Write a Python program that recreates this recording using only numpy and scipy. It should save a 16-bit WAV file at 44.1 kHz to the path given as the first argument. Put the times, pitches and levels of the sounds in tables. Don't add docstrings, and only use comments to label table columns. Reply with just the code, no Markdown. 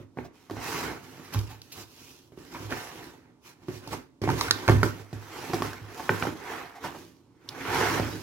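import sys
import numpy as np
from scipy import signal
from scipy.fft import rfft, irfft, next_fast_len
from scipy.io import wavfile
from scipy.ndimage import uniform_filter1d, map_coordinates

SR = 44100
rng = np.random.default_rng(int(sys.argv[2]) if len(sys.argv) > 2 else 0)


def materialize(psi):
    bounded = np.clip(np.atleast_2d(psi).T, -1, 1)
    quanta = np.round(bounded * 32767).astype(np.int16)
    wavfile.write(sys.argv[1], SR, quanta)


N = 362502


def gain_of(db):
    return 10 ** (np.asarray(db) / 20)


def evened(x):
    return x / np.sqrt(np.mean(x ** 2) + 1e-20)


def peaked(x):
    return x / (abs(x).max() + 1e-20)


def read(points, hz, axis=1):
    columns = np.transpose(points)
    return np.interp(np.log(hz + 1), np.log(columns[0] + 1), columns[axis])


def add(mix, start_s, sound):
    part = mix[round(start_s * SR):][:len(sound)]
    part += sound[:len(part)]


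def coloured(x, points):
    size = next_fast_len(len(x))
    weight = gain_of(read(points, np.fft.rfftfreq(size, 1 / SR)))
    return evened(irfft(rfft(x, size) * weight, size)[:len(x)])


def ring(modes, weights, size):
    hz, db, t60_s = np.transpose(modes)[:, :, None]
    t = np.arange(size) / SR
    decay = gain_of(db - 60 * t / t60_s)
    out = weights @ (decay * np.sin(2 * np.pi * hz * t))
    return out / abs(out).max()


def rung(x, modes):
    return evened(signal.oaconvolve(x, ring(modes, np.ones(len(modes)), 16384))[:N])


# full level at t/s, rise/s, hold/s, fall/s,
# floor drag level/dB, wall rumble level/dB, skin and paper hiss level/dB
STROKES = [(0.0, 0.016, .02, 0.055, -57, -44, -65.5), (0.182, 0.036, 0.08, 0.04, -62, -49, -65),
           (0.343, .02, 0.11, 0.19, -63.5, -90, -65.5), (0.576, 0.03, 0.018, .07, -41.5, -47, -63),
           (0.674, 0.12, 0.14, 0.18, -35, -42, -38.5), (0.851, .08, 0.059, 0.1, -38.5, -38, -54),
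           (1.031, 0.14, 0.28, 0.092, -52.5, -52.5, -56), (1.331, 0.016, 0.0062, 0.15, -41, -42, -45.5),
           (1.495, .05, 0.017, 0.14, -50.5, -53, -52.5), (1.783, 0.12, 0.036, 0.054, -48.5, -48.5, -46),
           (2.02, 0.33, 0.081, 0.22, -60, -59, -52.5), (2.39, 0.044, 0.079, 0.099, -57, -55, -57.5),
           (2.54, 0.085, 0.12, .07, -49, -46, -51), (2.715, 0.03, 0.0086, 0.065, -35, -34, -46),
           (2.777, 0.17, 0.041, 0.25, -40, -51.5, -45), (2.968, .11, 0.086, 0.17, -48.5, -47.5, -53),
           (3.19, 0.13, .11, 0.12, -66, -64, -93), (3.457, 0.035, 0.039, 0.075, -54.5, -65, -53.5),
           (3.627, 0.094, 0.061, 0.045, -60.5, -57, -69), (3.741, 0.099, 0.042, 0.054, -54.5, -57, -50.5),
           (3.84, .06, .04, .05, -51, -47.5, -56), (3.925, 0.037, .01, 0.09, -40, -35.5, -44),
           (4.393, 0.081, 0.026, 0.13, -36.5, -41.5, -37.5), (4.446, .05, 0.039, 0.055, -36, -39.5, -44.5),
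           (4.542, 0.091, 0.28, .04, -42.5, -43.5, -49), (5.003, 0.092, 0.011, 0.052, -49.5, -62, -53),
           (5.417, 0.35, 0.18, 0.042, -40.5, -46.5, -46.5), (5.628, 0.0067, 0.017, 0.2, -36, -41.5, -44.5),
           (5.845, 0.12, 0.072, 0.098, -53.5, -53.5, -75), (6.017, 0.23, 0.041, 0.1, -42.5, -47, -48),
           (6.101, 0.047, 0.11, 0.23, -39.5, -47, -44.5), (6.224, 0.018, 0.017, 0.066, -33.5, -43.5, -47),
           (6.513, 0.21, 0.052, 0.22, -36.5, -47.5, -48), (6.847, 0.048, 0.017, 0.091, -37.5, -40, -46),
           (6.95, 0.046, 0.042, 0.21, -54, -49, -53.5), (7.504, 0.094, .02, 0.13, -58, -50.5, -61),
           (7.6, .11, 0.046, 0.092, -43, -47.5, -54), (7.756, 0.18, 0.089, 0.27, -25, -35.5, -35.5),
           (7.924, .09, 0.056, 0.06, -30.5, -31.5, -39), (8.074, 0.19, 0.11, 0.18, -45, -39.5, -47.5)]
ROUNDNESS = 1.116
# drag, rumble, hiss level/dB
SETTLE_DB = (-15.5, -7, -6.5)
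SETTLE_S = 0.12
CRISP = 0.67
HUM_DB = -10.5


def gestures():
    t = np.arange(0, N + 64, 64) / SR
    power = np.zeros((3, len(t)))
    for full_s, rise_s, hold_s, fall_s, *db in STROKES:
        before = (full_s - t) / rise_s
        after = np.maximum(t - full_s - hold_s, 0) / fall_s
        away = np.where(t < full_s, before, after)
        power += gain_of(np.c_[db] - 20 * np.minimum(away, 9) ** ROUNDNESS) ** 2
    for start_s, _, _, thump_db, _, crack_db in KNOCKS:
        hiss_jolt_db = thump_db + CRISP * (crack_db - thump_db)
        jolt_db = np.c_[[thump_db, thump_db, hiss_jolt_db]]
        settle_db = jolt_db + np.c_[list(SETTLE_DB)] - 20 * abs(t - start_s) / SETTLE_S
        power += (t > start_s) * gain_of(settle_db) ** 2
    drag, rumble, hiss = (np.interp(np.arange(N) / SR, t, np.sqrt(p)) for p in power)
    return drag, rumble, hiss, gain_of(HUM_DB) * rumble


def grit(per_s, spread_db, smooth):
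    height = gain_of(spread_db * np.minimum(rng.exponential(1, N), 5)) * rng.standard_normal(N)
    clicks = evened(height * (rng.random(N) < per_s / SR))
    return evened(clicks + smooth * rng.standard_normal(N))


def lumps(ms, depth_db):
    span = max(round(ms * SR / 1000), 2)
    wander = uniform_filter1d(uniform_filter1d(rng.standard_normal(N), span), span)
    return gain_of(depth_db * evened(wander))


def patches(frames, bins, depth_db):
    field = rng.standard_normal((N // 128 + 2, 257)).T
    for _ in range(2):
        field = uniform_filter1d(uniform_filter1d(field, round(frames), 1), round(bins), 0)
    return evened(gain_of(depth_db * evened(field)))


# f/Hz, level/dB, t60/s
AIR = [(70, -7, .2), (103, 0, .4), (128, -11, .15)]


def pumped(drive):
    swing = signal.hilbert(rung(drive, AIR), next_fast_len(N))[:N]
    return evened(swing.real / (abs(swing) + 0.21))


# f/Hz, level/dB, t60/s
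WALLS = [(178.3, 8.5, 0.051), (260, 1.5, 0.038), (318, 0.5, 0.049), (361.8, 4, 0.081), (404.6, 7.5, 0.052),
         (490, -4.5, 0.042), (686, -0.5, 0.01), (784, -8, 0.042), (903, -6, 0.037), (1093, 2, 0.015),
         (1277, -5.5, 0.021), (1408, -5.5, 0.029), (1530, 10, 0.011), (1813, 2, 0.039), (2134, 10.5, 0.007),
         (2153, 18, 0.0049), (2740, -6, 0.0089), (3070, -2.5, 0.03), (4180, 7, 0.01)]
# f/Hz, level/dB per Hz
DRAG = [(260, -16.5), (450, -1.5), (591, -14.5), (687, -6), (939, -4.5), (1090, -6.5), (1770, -10.5),
        (2650, -17), (3110, -18), (5000, -29), (6500, -48.5), (11000, -120)]
# f/Hz, level/dB per Hz
RUMBLE = [(82, -15), (140, -5), (211, -6.5), (269, 0), (351, -1), (429, -7), (470, -8.5), (600, -7.5),
          (780, -47.5), (1320, -120)]
# f/Hz, level/dB per Hz
HISS = [(1290, -47.5), (2200, -20), (2450, -6), (3270, -10), (4070, -10), (5800, -9), (6870, -12.5),
        (8690, -18), (12600, -15), (15000, -19), (16100, -18.5), (16500, -45)]


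def handling(levels, pressure, spots):
    drag, rumble, hiss, hum = levels
    slips = grit(1800.0, 3.7, 1.8) * pressure
    ringing = evened(np.diff(rung(slips, WALLS), prepend=0))
    scrape = coloured(slips + 0.16 * ringing, DRAG)
    low = rng.standard_normal(N) * pressure
    boxy = coloured(low + 0.17 * rung(low, WALLS), RUMBLE)
    fizz = coloured(grit(1700.0, 6.7, 3.3) * pressure ** 0.78, HISS)
    z = signal.stft([scrape, fizz], nperseg=512, noverlap=384)[2]
    z = z * spots[:, :z.shape[2]]
    scrape, fizz = signal.istft(z, nperseg=512, noverlap=384)[1][:, :N]
    return drag * scrape + rumble * boxy + hiss * fizz + hum * pumped(low)


def favoured(pitch_hz, octaves, luck, size):
    hz = np.transpose(WALLS)[0]
    near = (hz > 520) / (1 + (np.log2(hz / pitch_hz) / octaves) ** 2)
    return ring(WALLS, -near * gain_of(2.5 * luck) * np.sign(luck[::-1] + .7), size)


# t/s, rap level/dB, pitch the contact favours f/Hz, thump level/dB, air boom level/dB, crack level/dB
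KNOCKS = [(0.172, -30, 690, -36, -40, -74), (0.187, -21, 665, -34, -41, -77),
          (0.498, -27, 810, -44, -58, -56), (0.509, -30.5, 675, -32, -35, -52.5),
          (0.568, -27.5, 760, -39, -40, -58), (1.196, -50, 700, -42, -65, -75),
          (1.346, -24.5, 950, -45, -25.5, -41), (1.357, -30, 1540, -36, -16, -65),
          (1.39, -48, 807, -49, -25, -40.5), (1.617, -47, 2710, -56, -66, -45.5),
          (2.321, -60, 700, -46.5, -66, -72), (2.374, -44, 1060, -39.5, -64, -73),
          (2.706, -37, 886, -45, -41, -46), (2.724, -16.5, 1670, -52, -49, -54),
          (3.684, -28, 885, -29.5, -40, -57), (3.875, -32, 894, -38.5, -41, -45.5),
          (4.217, -33, 780, -23, -25, -49.5), (4.238, -21.5, 790, -24.5, -49, -45.5),
          (4.276, -14, 890, -23, -21, -58.5), (4.29, -16, 870, -24, -42, -44),
          (4.301, -20.5, 1250, -21.5, -20, -41.5), (4.41, -15.5, 1000, -49, -41, -26.5),
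          (4.509, -7, 1750, -71, -51, -15.5), (4.679, -11, 1500, -21, -13, -33),
          (4.687, -2.5, 936, -34, -30, -47), (4.696, -5.5, 925, -14, -12.5, -41.5),
          (4.831, -8, 1550, -18, -22.5, -34.5), (4.998, -44, 930, -41, -41, -62),
          (5.129, -36, 703, -34, -28, -52.5), (5.496, -38, 740, -31.5, -50, -60),
          (5.534, -18.5, 824, -25.5, -39, -42), (5.543, -25, 800, -27, -33, -39),
          (5.604, -32, 912, -31, -42, -69), (5.621, -15, 830, -31, -31.5, -39),
          (5.732, -24.5, 1020, -44.5, -44, -48.5), (6.093, -4.5, 1130, -23, -36, -57),
          (6.101, -31, 719, -27, -31, -49), (6.225, -10, 1750, -31, -37, -50),
          (6.252, -21, 703, -31.5, -39, -49), (6.27, -19, 1050, -25.5, -37, -55),
          (7.489, -39, 4193, -67, -69, -35.5), (7.997, -19.5, 655, -23, -24, -42)]
# f/Hz, level/dB per Hz
CRACK = [(1500, -35.5), (3000, 1.5), (5500, 5.5), (8000, -14), (12000, -6), (16000, -22.5)]
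RATTLE_MS = 2.06


def knocks():
    out, t = np.zeros(N), np.arange(2048) / SR
    large = np.transpose(WALLS)[0] < 520
    swell = 1 - np.exp(-np.arange(SR // 2) / SR / .006)
    fade = np.exp(-1000 * t / RATTLE_MS)
    chance = rng.standard_normal((len(KNOCKS), len(WALLS) + len(AIR) + len(t)))
    cracks = coloured(rng.standard_normal(len(KNOCKS) * len(t)), CRACK).reshape(-1, len(t))
    for knock, luck, crack in zip(KNOCKS, chance, cracks):
        start_s, rap_db, pitch_hz, thump_db, boom_db, crack_db = knock
        spot, puff = luck[:len(WALLS)], luck[len(WALLS):-len(t)]
        rattle = fade * luck[-len(t):] ** 3 * 0.034
        rattle[0] = 1
        contact = np.sin(np.pi * np.minimum(t[:128] * pitch_hz / 0.37, 1)) ** 2
        rap = signal.oaconvolve(np.convolve(rattle, contact), favoured(pitch_hz, 0.34, spot, size=2048))
        thump = ring(WALLS, large * gain_of(3.6 * spot) * np.sign(spot[::-1]), 12000)
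        boom = swell * ring(AIR, gain_of(0.43 * puff), size=len(swell))
        crack = crack * fade * (1 - np.exp(-t / 0.0007))
        add(out, start_s, gain_of(rap_db) * peaked(rap))
        add(out, start_s, gain_of(thump_db) * np.sqrt(2) * thump)
        add(out, start_s, gain_of(boom_db) * np.sqrt(2) * boom)
        add(out, start_s, gain_of(crack_db) * crack / np.sqrt(np.mean(crack[:400] ** 2)))
    return out


# t/s, scrape level/dB, pitch the contact favours f/Hz, hiss level/dB, time to peak/ms
SCUFFS = [(0.244, -38, 766, -56, 8.4), (1.241, -43, 2580, -55, 11), (1.335, -40, 915, -37, 4.5),
          (1.5, -37, 840, -54, 12), (1.718, -58, 2500, -42, 7.8), (2.521, -36.5, 1010, -62, 8.1),
          (2.544, -25.5, 1030, -68, 9), (2.714, -22, 795, -59, 3.9), (3.926, -21.5, 980, -41.5, 5.5),
          (4.368, -52, 970, -47, 8.0), (5.973, -34.5, 970, -49, 6.2), (5.994, -22.5, 900, -50.5, 6.1),
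          (6.749, -34.5, 765, -57, 14), (6.835, -26, 954, -46, 12), (6.943, -29.5, 860, -66, 7.7)]


def scuffs():
    out, t = np.zeros(N), np.arange(4096) / SR
    chance = rng.standard_normal((len(SCUFFS), len(WALLS) + len(t)))
    hisses = coloured(rng.standard_normal(len(SCUFFS) * len(t)), HISS).reshape(-1, len(t))
    for (start_s, scrape_db, pitch_hz, hiss_db, peak_ms), luck, hiss in zip(SCUFFS, chance, hisses):
        u = 1000 * t / peak_ms
        swell = u * np.exp(1 - u)
        panels = favoured(pitch_hz, 0.24, luck[:len(WALLS)], size=2048)
        scrape = signal.oaconvolve(luck[len(WALLS):], panels)[:len(t)]
        add(out, start_s, swell * (gain_of(scrape_db) * peaked(scrape) + gain_of(hiss_db) * hiss))
    return out


# t/s, boom level/dB
BUMPS = [(0.0, -41), (0.583, -37), (1.48, -35), (1.525, -37.5), (1.772, -41), (2.6, -38), (2.648, -33),
         (3.738, -37.5), (4.346, -25), (4.479, -32), (4.748, -10.5), (5.681, -42), (5.814, -34),
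         (7.682, -34), (7.801, -30), (8.079, -28)]


def bumps():
    out = np.zeros(N)
    swell = 1 - np.exp(-np.arange(SR // 2) / SR / 0.0041)
    for (start_s, db), puff in zip(BUMPS, rng.standard_normal((len(BUMPS), len(AIR)))):
        boom = swell * ring(AIR, gain_of(1.3 * puff), size=len(swell))
        add(out, start_s, gain_of(db) * np.sqrt(2) * boom)
    return out


# f/Hz, level/dB per Hz
HUSH = [(15, -47.5), (25, -11), (114, 5.5), (206, -0.5), (293, 6.5), (659, -13.5), (936, -9.5), (1740, -25),
        (6050, -27), (8360, -31.5), (16000, -41)]
HUSH_DB = -60.5


def hush():
    return gain_of(HUSH_DB) * coloured(rng.standard_normal(N), HUSH)


# f/Hz, t60/s, power share
ROOM = [(80, 0.26, 0.14), (300, 0.32, 0.11), (1020, 0.24, 0.17), (2980, 0.39, 0.04), (10440, 0.16, 0.0093)]
# t/s, left lag/samples
PLACE = [(0, -4), (1, 3), (2.2, 3.5), (4.2, 5), (4.7, 5), (5.2, 1), (6.201, 0), (7.2, -1.5), (8.2, -1.5)]


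def room(x, other):
    taps = np.zeros((2, SR // 2))
    at = np.arange(200, SR // 2 - 20, 20)
    at = at + rng.integers(0, 20, (2, len(at)))
    np.put_along_axis(taps, at, rng.choice([-1., 1.], at.shape), 1)
    hz, t, z = signal.stft(taps, SR, nperseg=512)
    z = z * gain_of(-60 * t / read(ROOM, hz)[:, None])
    z = z / np.sqrt((abs(z) ** 2).sum(2, keepdims=True))
    tail = signal.istft(z, SR, nperseg=512)[1]
    tail = tail / np.linalg.norm(tail, axis=1, keepdims=True)
    wet = signal.fftconvolve(x[None], tail, axes=1)[:, :N]
    lag = np.interp(np.arange(N) / SR, *np.transpose(PLACE))
    direct = np.array([map_coordinates(x, [np.arange(N) - lag], order=3), other])
    size = next_fast_len(N)
    share = read(ROOM, np.fft.rfftfreq(size, 1 / SR), axis=2)
    mixed = np.sqrt(1 - share) * rfft(direct, size) + np.sqrt(share) * rfft(wet, size)
    return irfft(mixed, size)[:, :N]


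# f/Hz, left-right likeness (0 to 1)
ALIKE = [(100, 1), (500, 0.82), (1500, 0.64), (4000, 0.16), (12000, 0.14)]


def scene():
    levels = gestures()
    pressure = lumps(8.0, 1.0)
    spots = patches(12., 3., 1.9)
    near, far = (handling(levels, pressure, spots) + hush() for _ in "lr")
    size = next_fast_len(N)
    alike = np.clip(read(ALIKE, np.fft.rfftfreq(size, 1 / SR)), 0, 1)
    right = irfft(alike * rfft(near, size) + np.sqrt(1 - alike ** 2) * rfft(far, size), size)[:N]
    hits = knocks() + scuffs() + bumps()
    return room(near + hits, right + hits)


# f/Hz, left minus right level/dB
BALANCE_DB = [(60, -3.), (300, -4), (1500, -2.5), (5000, -4.5), (14000, -1.5)]
BASS_CUT_HZ, EDGE_HZ = 54., 16100


def record(dry):
    size = next_fast_len(N)
    tilt = gain_of(read(BALANCE_DB, np.fft.rfftfreq(size, 1 / SR)) / 2)
    ports = irfft(rfft(dry, size) * [tilt, 1 / tilt], size)[:, :N]
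    ports = signal.sosfilt(signal.butter(4, BASS_CUT_HZ, "high", fs=SR, output="sos"), ports)
    ports = np.tanh(ports)
    lowpass = signal.firwin(511, EDGE_HZ, window=("kaiser", 9), fs=SR)
    return signal.oaconvolve(ports, lowpass[None], "same")


dry = scene()
out = record(dry)
materialize(out)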